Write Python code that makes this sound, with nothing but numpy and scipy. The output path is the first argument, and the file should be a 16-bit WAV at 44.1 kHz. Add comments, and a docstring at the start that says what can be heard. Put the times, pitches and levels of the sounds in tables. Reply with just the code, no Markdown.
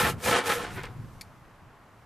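"""Outdoors near a road: a handsaw finishes a cut through a timber board on a trestle, close to the microphone.
Random tooth bites ring the board's resonances and tear fibres, while finer grains hiss along the blade.
The sawing weakens, the board modes shift as the offcut loosens, the last fibres snap as damped knocks,
and the blade ticks against the trestle: dry cracks that ring its modes. Shaped noise makes wind buffet
the microphone and far traffic hum; a short decaying noise wash gives the reflections close by."""
import sys
import numpy as np
from scipy import signal
from scipy.fft import rfft, irfft
from scipy.io import wavfile

SR = 44100
rng = np.random.default_rng(int(sys.argv[2]) if len(sys.argv) > 2 else 0)


def unload_wav(signal):
    """Save mono or channel-first audio to the path in sys.argv[1] as 16-bit WAV at rate SR, clipped to [-1, 1]."""
    wavfile.write(
        sys.argv[1],
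        SR,
        np.round(np.clip(np.atleast_2d(signal).T, -1, 1) * 32767).astype(np.int16),
    )


N = 90449  # length in samples

# The run of strokes: t/s, low board level/dB, upper board level/dB, blade hiss level/dB
STROKE_LEVELS = [(0, -29, -23, -32.5), (.044, -33.5, -29, -39), (.075, -30, -28.5, -39.5),
                 (.103, -30.5, -34, -39.5), (.116, -53, -44, -46), (.158, -45.5, -61, -73),
                 (.19, -58, -57.5, -63.5), (.252, -39, -37, -34.5), (.264, -29.5, -30.5, -37),
                 (.3, -28, -30, -33), (.35, -29, -25.5, -38), (.39, -28, -29.5, -35.5),
                 (.41, -33.5, -35.5, -49), (.44, -43, -42.5, -54), (.466, -37.5, -32, -36),
                 (.488, -37.5, -34, -39.5), (.5, -26, -25.5, -35.5), (.53, -34.5, -30, -38.5),
                 (.555, -38, -35, -40.5), (.6, -37.5, -39, -50.5), (.625, -38.5, -39.5, -46),
                 (.668, -44.5, -43.5, -56.5), (.69, -42.5, -45, -57), (.74, -51.5, -48, -54),
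                 (.795, -42, -42, -60), (.831, -56, -50, -68), (.834, -44, -59, -45), (.850, -47, -42, -78),
                 (.855, -53, -49, -50), (.868, -49, -45, -72), (.88, -52, -55, -93), (.93, -56.5, -73, -74)]
# Top of the blade hiss: t/s, level/dB
TOP_HISS_LEVELS = [(0, -31.5), (.058, -41), (.098, -38.5), (.162, -76.5), (.258, -36.5), (.33, -43),
                   (.37, -71), (.418, -70), (.468, -42), (.54, -40.5), (.682, -72), (.76, -53), (.815, -72),
                   (.838, -59), (.88, -83), (.93, -80)]
# Modes of the board: f/Hz, width/Hz while sawing, drive level/dB while sawing, f/Hz with the offcut loose
BOARD_MODES = [(422.5, 30, 0, 381), (467, 35, 8.5, 414), (673, 42, 2.5, 740), (844, 54, 0.5, 953),
               (1110, 200, -11.5, 1200), (1353.6, 30, 1.5, 1500), (1714, 108, -6, 1780),
               (2360, 110, -7, 2160), (3060, 190, -13.5, 2400)]
# Spectrum of breaking fibres: f/Hz, relative level/dB per Hz
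TEARING_SPECTRUM = [(200, -3), (500, -4.5), (600, -17), (900, -9), (2000, -11.5), (4500, -17)]
# Scattered part of the saw, heard at the sides: f/Hz, level/dB
SAW_SIDE_GAIN = [(1500, -17.5), (5000, -11), (13000, -8.5)]
# Wind at the microphone: t/s, level/dB
WIND_LEVELS = [(0.0, -48), (0.04, -25), (0.07, -32), (0.19, -38), (0.22, -50.5), (0.26, -40.5), (0.33, -36),
               (0.42, -59.5), (0.5, -43.5), (0.53, -53), (0.59, -47.5), (0.66, -48), (0.77, -36),
               (0.8, -44.5), (0.95, -46), (1.0, -38), (1.1, -48.5), (1.28, -53.5), (1.6, -59.5),
               (1.62, -53), (1.8, -61.5), (2.05, -59)]
# Spectrum of that wind: f/Hz, relative level/dB per Hz
WIND_SPECTRUM = [(40, -18), (85, 0.5), (115, 4.5), (140, -0.5), (220, -9), (400, -18.5)]
# Slow shoves of air: t/s, level/dB
DEEP_WIND_LEVELS = [(0, -56), (.3, -68.5), (.85, -51), (1.08, -54), (1.3, -62), (2.05, -67)]
# Spectrum of the far road: f/Hz, relative level/dB per Hz
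TRAFFIC_SPECTRUM = [(200, -2), (500, -2), (1050, 1), (2000, -9), (3600, -20), (14000, -26)]
# The far road over time: t/s, hum level/dB, air hiss level/dB
TRAFFIC_LEVELS = [(.95, -54, -67.5), (1.15, -56, -66), (1.3, -56, -70), (1.68, -56.5, -74),
                  (2.05, -57.5, -72)]
# Side against mid for the far road: f/Hz, level/dB
FAR_SIDE_GAIN = [(500, -17.5), (4000, -7.5)]
# Last fibres parting: t/s, peak level/dB
FIBRE_SNAPS = [(.8364, -29), (.8400, -27), (.8418, -28), (.8455, -33), (.8547, -30)]
# Contacts of the tick: t/s, peak level/dB, tilt of the ringing/dB per octave
TICK_CONTACTS = [(1.2103, -34, -1), (1.2112, -28, -1), (1.2133, -31, -7), (1.2150, -36, 0),
                 (1.2165, -29, 6), (1.2186, -33, 5)]
# Modes of the free blade: f/Hz, relative level/dB
BLADE_MODES = [(2230, -7), (2480, -7), (4480, 1), (4730, -2), (5290, -8), (6600, -8), (7300, -11),
               (9110, -9), (10150, -10), (11640, -11)]

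BITES_PER_S, BITE_SPREAD_DB = 2500, 1.5
CLUMP_DB, CLUMP_HZ = 1.5, 117  # shared unevenness of the bites
HISS_GRAINS_PER_S, HISS_SPREAD_DB = 9000, 2
BOARD_SPLIT_HZ, BLADE_SPLIT_HZ = 1200, 9800
MODE_WANDER_DB, WANDER_HZ = 2.5, 25  # each mode is driven harder and softer as the blade moves
LOOSEN_START_S, LOOSEN_END_S, PITCH_WANDER = .62, .78, .025  # pitch wander is a fraction of the frequency
LIFT_S = .03  # fade as the teeth leave the wood
WIND_SIDE_DB, DEEP_WIND_HZ = -12.5, 55
TRAFFIC_WANDER_DB, TRAFFIC_WANDER_HZ = .6, 27
SCATTER_DB, SCATTER_T60_S, SCATTER_SIDE = -10, .08, .22  # ground and clutter nearby
SCATTER_DELAY_S, SCATTER_CUT_HZ = .003, 12000
SNAP_DAMPING, SNAP_LOW_HZ, SNAP_HIGH_HZ = 5, 700, 3500  # the hand widens the modes by this factor
SNAP_MODE_SPREAD_DB = 1.8
SCRAPE_DECAY_S, CRACK_DB, RING_DB, RING_T60_S = .0007, 3, -8, .008
BLADE_SIDE = .14  # side gain of ticks and snaps


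def amp(db):
    """Gain of a level in dB."""
    return 10 ** (np.asarray(db) / 20)


def rms_one(x):
    """Scale to rms 1."""
    return x / np.sqrt(np.mean(x ** 2) + 1e-20)


def in_time(rows):
    """Interpolate the columns of a table, sample by sample."""
    times, *columns = np.transpose(rows)
    return [np.interp(np.arange(N) / SR, times, column) for column in columns]


def colour(x, points):
    """Shape a sound by a spectrum, joined up over log frequency."""
    hz, db = np.transpose(points)
    f = np.maximum(np.arange(N // 2 + 1) * SR / N, 1)
    return irfft(rfft(x) * amp(np.interp(np.log(f), np.log(hz), db)), N)


def drift(corner_hz):
    """Slow random wander of rms 1: noise through two equal one-pole low-passes."""
    r = np.exp(-2 * np.pi * corner_hz / SR)
    wander = signal.lfilter([1], [1, -2 * r, r * r], rng.standard_normal(N + SR))
    return rms_one(wander[SR:])  # the first second lets the filter settle


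def cut(x, hz, kind, order=4):
    """Low-pass or high-pass."""
    return signal.sosfilt(signal.butter(order, hz, kind, fs=SR, output="sos"), x)


def grains(rate, spread_db):
    """Random clicks of uneven size and either sign."""
    size = amp(spread_db * np.minimum(rng.exponential(1, N), 5))
    size = size * rng.choice([-1, 1], N)
    return size * (rng.random(N) < rate / SR) + 1e-18


def resonance(x, hz, width):
    """One resonance whose centre may move: shift it to zero, low-pass, shift back."""
    r = np.exp(-np.pi * width / SR)
    turn = np.exp(2j * np.pi * np.cumsum(hz + np.zeros(N)) / SR)
    return 2 * np.real(turn * signal.lfilter([1 - r], [1, -r], x / turn))


def board_pitch(hz, loose_hz):
    """A mode wavers with the grip of the blade and shifts as the cut nears its end."""
    centre = np.interp(np.arange(N) / SR, [LOOSEN_START_S, LOOSEN_END_S], [hz, loose_hz])
    return centre * (1 + PITCH_WANDER * drift(WANDER_HZ))


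def board_ringing(clump):
    """Many teeth bite at once, each mode of the board hearing its own bites."""
    ringing = np.zeros(N)
    for hz, width, db, loose_hz in BOARD_MODES:
        bites = grains(BITES_PER_S, BITE_SPREAD_DB) * clump
        bites = bites * amp(MODE_WANDER_DB * drift(WANDER_HZ))
        ringing += amp(db) * resonance(bites, board_pitch(hz, loose_hz), width)
    return ringing


def saw_once(levels, clump):
    """Bites ring the board and tear fibres; finer grains hiss along the blade in the kerf."""
    low, high, hiss, top = levels
    ringing = board_ringing(clump)
    tearing = colour(grains(BITES_PER_S, BITE_SPREAD_DB) * clump, TEARING_SPECTRUM)
    wood = rms_one(ringing) + rms_one(tearing)
    wood = cut(cut(wood, 152, "high"), 4120, "low")
    rub, fine = (grains(HISS_GRAINS_PER_S, HISS_SPREAD_DB) * np.sqrt(clump) for _ in range(2))
    rub = cut(cut(rub, 2940, "high"), BLADE_SPLIT_HZ, "low")
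    fine = cut(cut(fine, BLADE_SPLIT_HZ, "high"), 14000, "low", order=2)
    wood_low = rms_one(cut(wood, BOARD_SPLIT_HZ, "low"))
    wood_high = rms_one(cut(wood, BOARD_SPLIT_HZ, "high"))
    return low * wood_low + high * wood_high + hiss * rms_one(rub) + top * rms_one(fine)


def saw():
    """Near and scattered sawing share their clumps of bites; the teeth leave the wood after the last stroke."""
    lift_end = STROKE_LEVELS[-1][0] + LIFT_S
    touching = np.clip((lift_end - np.arange(N) / SR) / LIFT_S, 0, 1)
    levels = [amp(db) * touching for db in in_time(STROKE_LEVELS) + in_time(TOP_HISS_LEVELS)]
    clump = amp(CLUMP_DB * drift(CLUMP_HZ))
    return saw_once(levels, clump), colour(saw_once(levels, clump), SAW_SIDE_GAIN)


def wind():
    """Lumpy low noise at the microphone ports, over deeper shoves of air."""
    (level_db,), (deep_db,) = in_time(WIND_LEVELS), in_time(DEEP_WIND_LEVELS)
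    mid, side = cut(colour(rng.standard_normal((2, N)), WIND_SPECTRUM), 400, "low")
    gain = amp(level_db) / np.std(mid)
    deep = cut(rng.standard_normal(N + SR), DEEP_WIND_HZ, "low")
    deep = cut(deep, 17, "high", order=2)[SR:]
    return gain * mid + amp(deep_db) * rms_one(deep), gain * side * amp(WIND_SIDE_DB)


def traffic():
    """Far road: a smooth, gently wandering hum with a thin air hiss above."""
    hum_db, air_db = in_time(TRAFFIC_LEVELS)
    far = cut(colour(rng.standard_normal((2, N)), TRAFFIC_SPECTRUM), 135, "high")
    hum, air = cut(far, 3680, "low"), cut(far, 4200, "high")
    hum_gain = amp(hum_db + TRAFFIC_WANDER_DB * drift(TRAFFIC_WANDER_HZ))
    mid, side = hum_gain * hum / np.std(hum) + amp(air_db) * air / np.std(air)
    return mid, colour(side, FAR_SIDE_GAIN)


def echoes(x):
    """Reflections close by: the dulled sound convolved with a short decaying noise wash."""
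    t = np.arange(SR // 8) / SR
    wash = rng.standard_normal((2, len(t))) * amp(-60 * t / SCATTER_T60_S) * (t > SCATTER_DELAY_S)
    dull = cut(x, SCATTER_CUT_HZ, "low", order=1)
    mid, side = signal.fftconvolve(dull[None], wash, axes=1)[:, :N]
    gain = amp(SCATTER_DB) / np.sqrt(np.sum(wash[0] ** 2))
    return gain * mid, gain * SCATTER_SIDE * side


def snaps():
    """Each parting fibre knocks the loose board modes, damped by the hand."""
    out = np.zeros(N)
    for s, db in FIBRE_SNAPS:
        click = np.zeros(N)
        click[int(s * SR)] = 1
        knock = np.zeros(N)
        for hz, width, level_db, loose_hz in BOARD_MODES:
            # mode contrasts are half those of the sawing, with some chance
            gain = amp(level_db / 2 + rng.normal(0, SNAP_MODE_SPREAD_DB))
            knock += gain * resonance(click, loose_hz, SNAP_DAMPING * width)
        knock = cut(knock, SNAP_LOW_HZ, "high")
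        knock = cut(knock, SNAP_HIGH_HZ, "low", order=2)
        out += amp(db) * knock / np.abs(knock).max()
    return out


def tick():
    """A short rattle of scraping contacts: each a dry crack that also rings the modes of the blade."""
    t, out = np.arange(SR // 10) / SR, np.zeros(N)
    r = amp(-60 / (RING_T60_S * SR))
    for s, db, tilt_db in TICK_CONTACTS:
        scrape = rng.standard_normal(len(t)) * np.exp(-t / SCRAPE_DECAY_S)
        strike = (t == 0) * 2 + scrape / 2
        sound = amp(CRACK_DB) * cut(scrape, 6500, "high", order=2)
        for hz, level_db in BLADE_MODES:
            w = 2 * np.pi * hz / SR
            ring = signal.lfilter([0, np.sin(w)], [1, -2 * r * np.cos(w), r * r], strike)
            sound = sound + amp(level_db + RING_DB + tilt_db * np.log2(hz / 5000)) * ring
        sound = cut(sound, 1700, "high")
        out[int(s * SR):][:len(t)] += amp(db) * sound / np.abs(sound).max()
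    return out


def scene():
    """Add mid and side of every source, then turn them to left and right."""
    near, scattered = saw()
    blade = tick() + snaps()
    close = near + blade, scattered + BLADE_SIDE * blade
    mid, side = np.sum([close, echoes(near + blade), wind(), traffic()], axis=0)
    return np.array([mid + side, mid - side])


def record(dry):
    """The microphone channel's top is cut steeply, 60 dB down from 14650 Hz."""
    return signal.sosfilt(signal.cheby2(18, 60, 14650, fs=SR, output="sos"), dry)


dry = scene()
out = record(dry)
unload_wav(out)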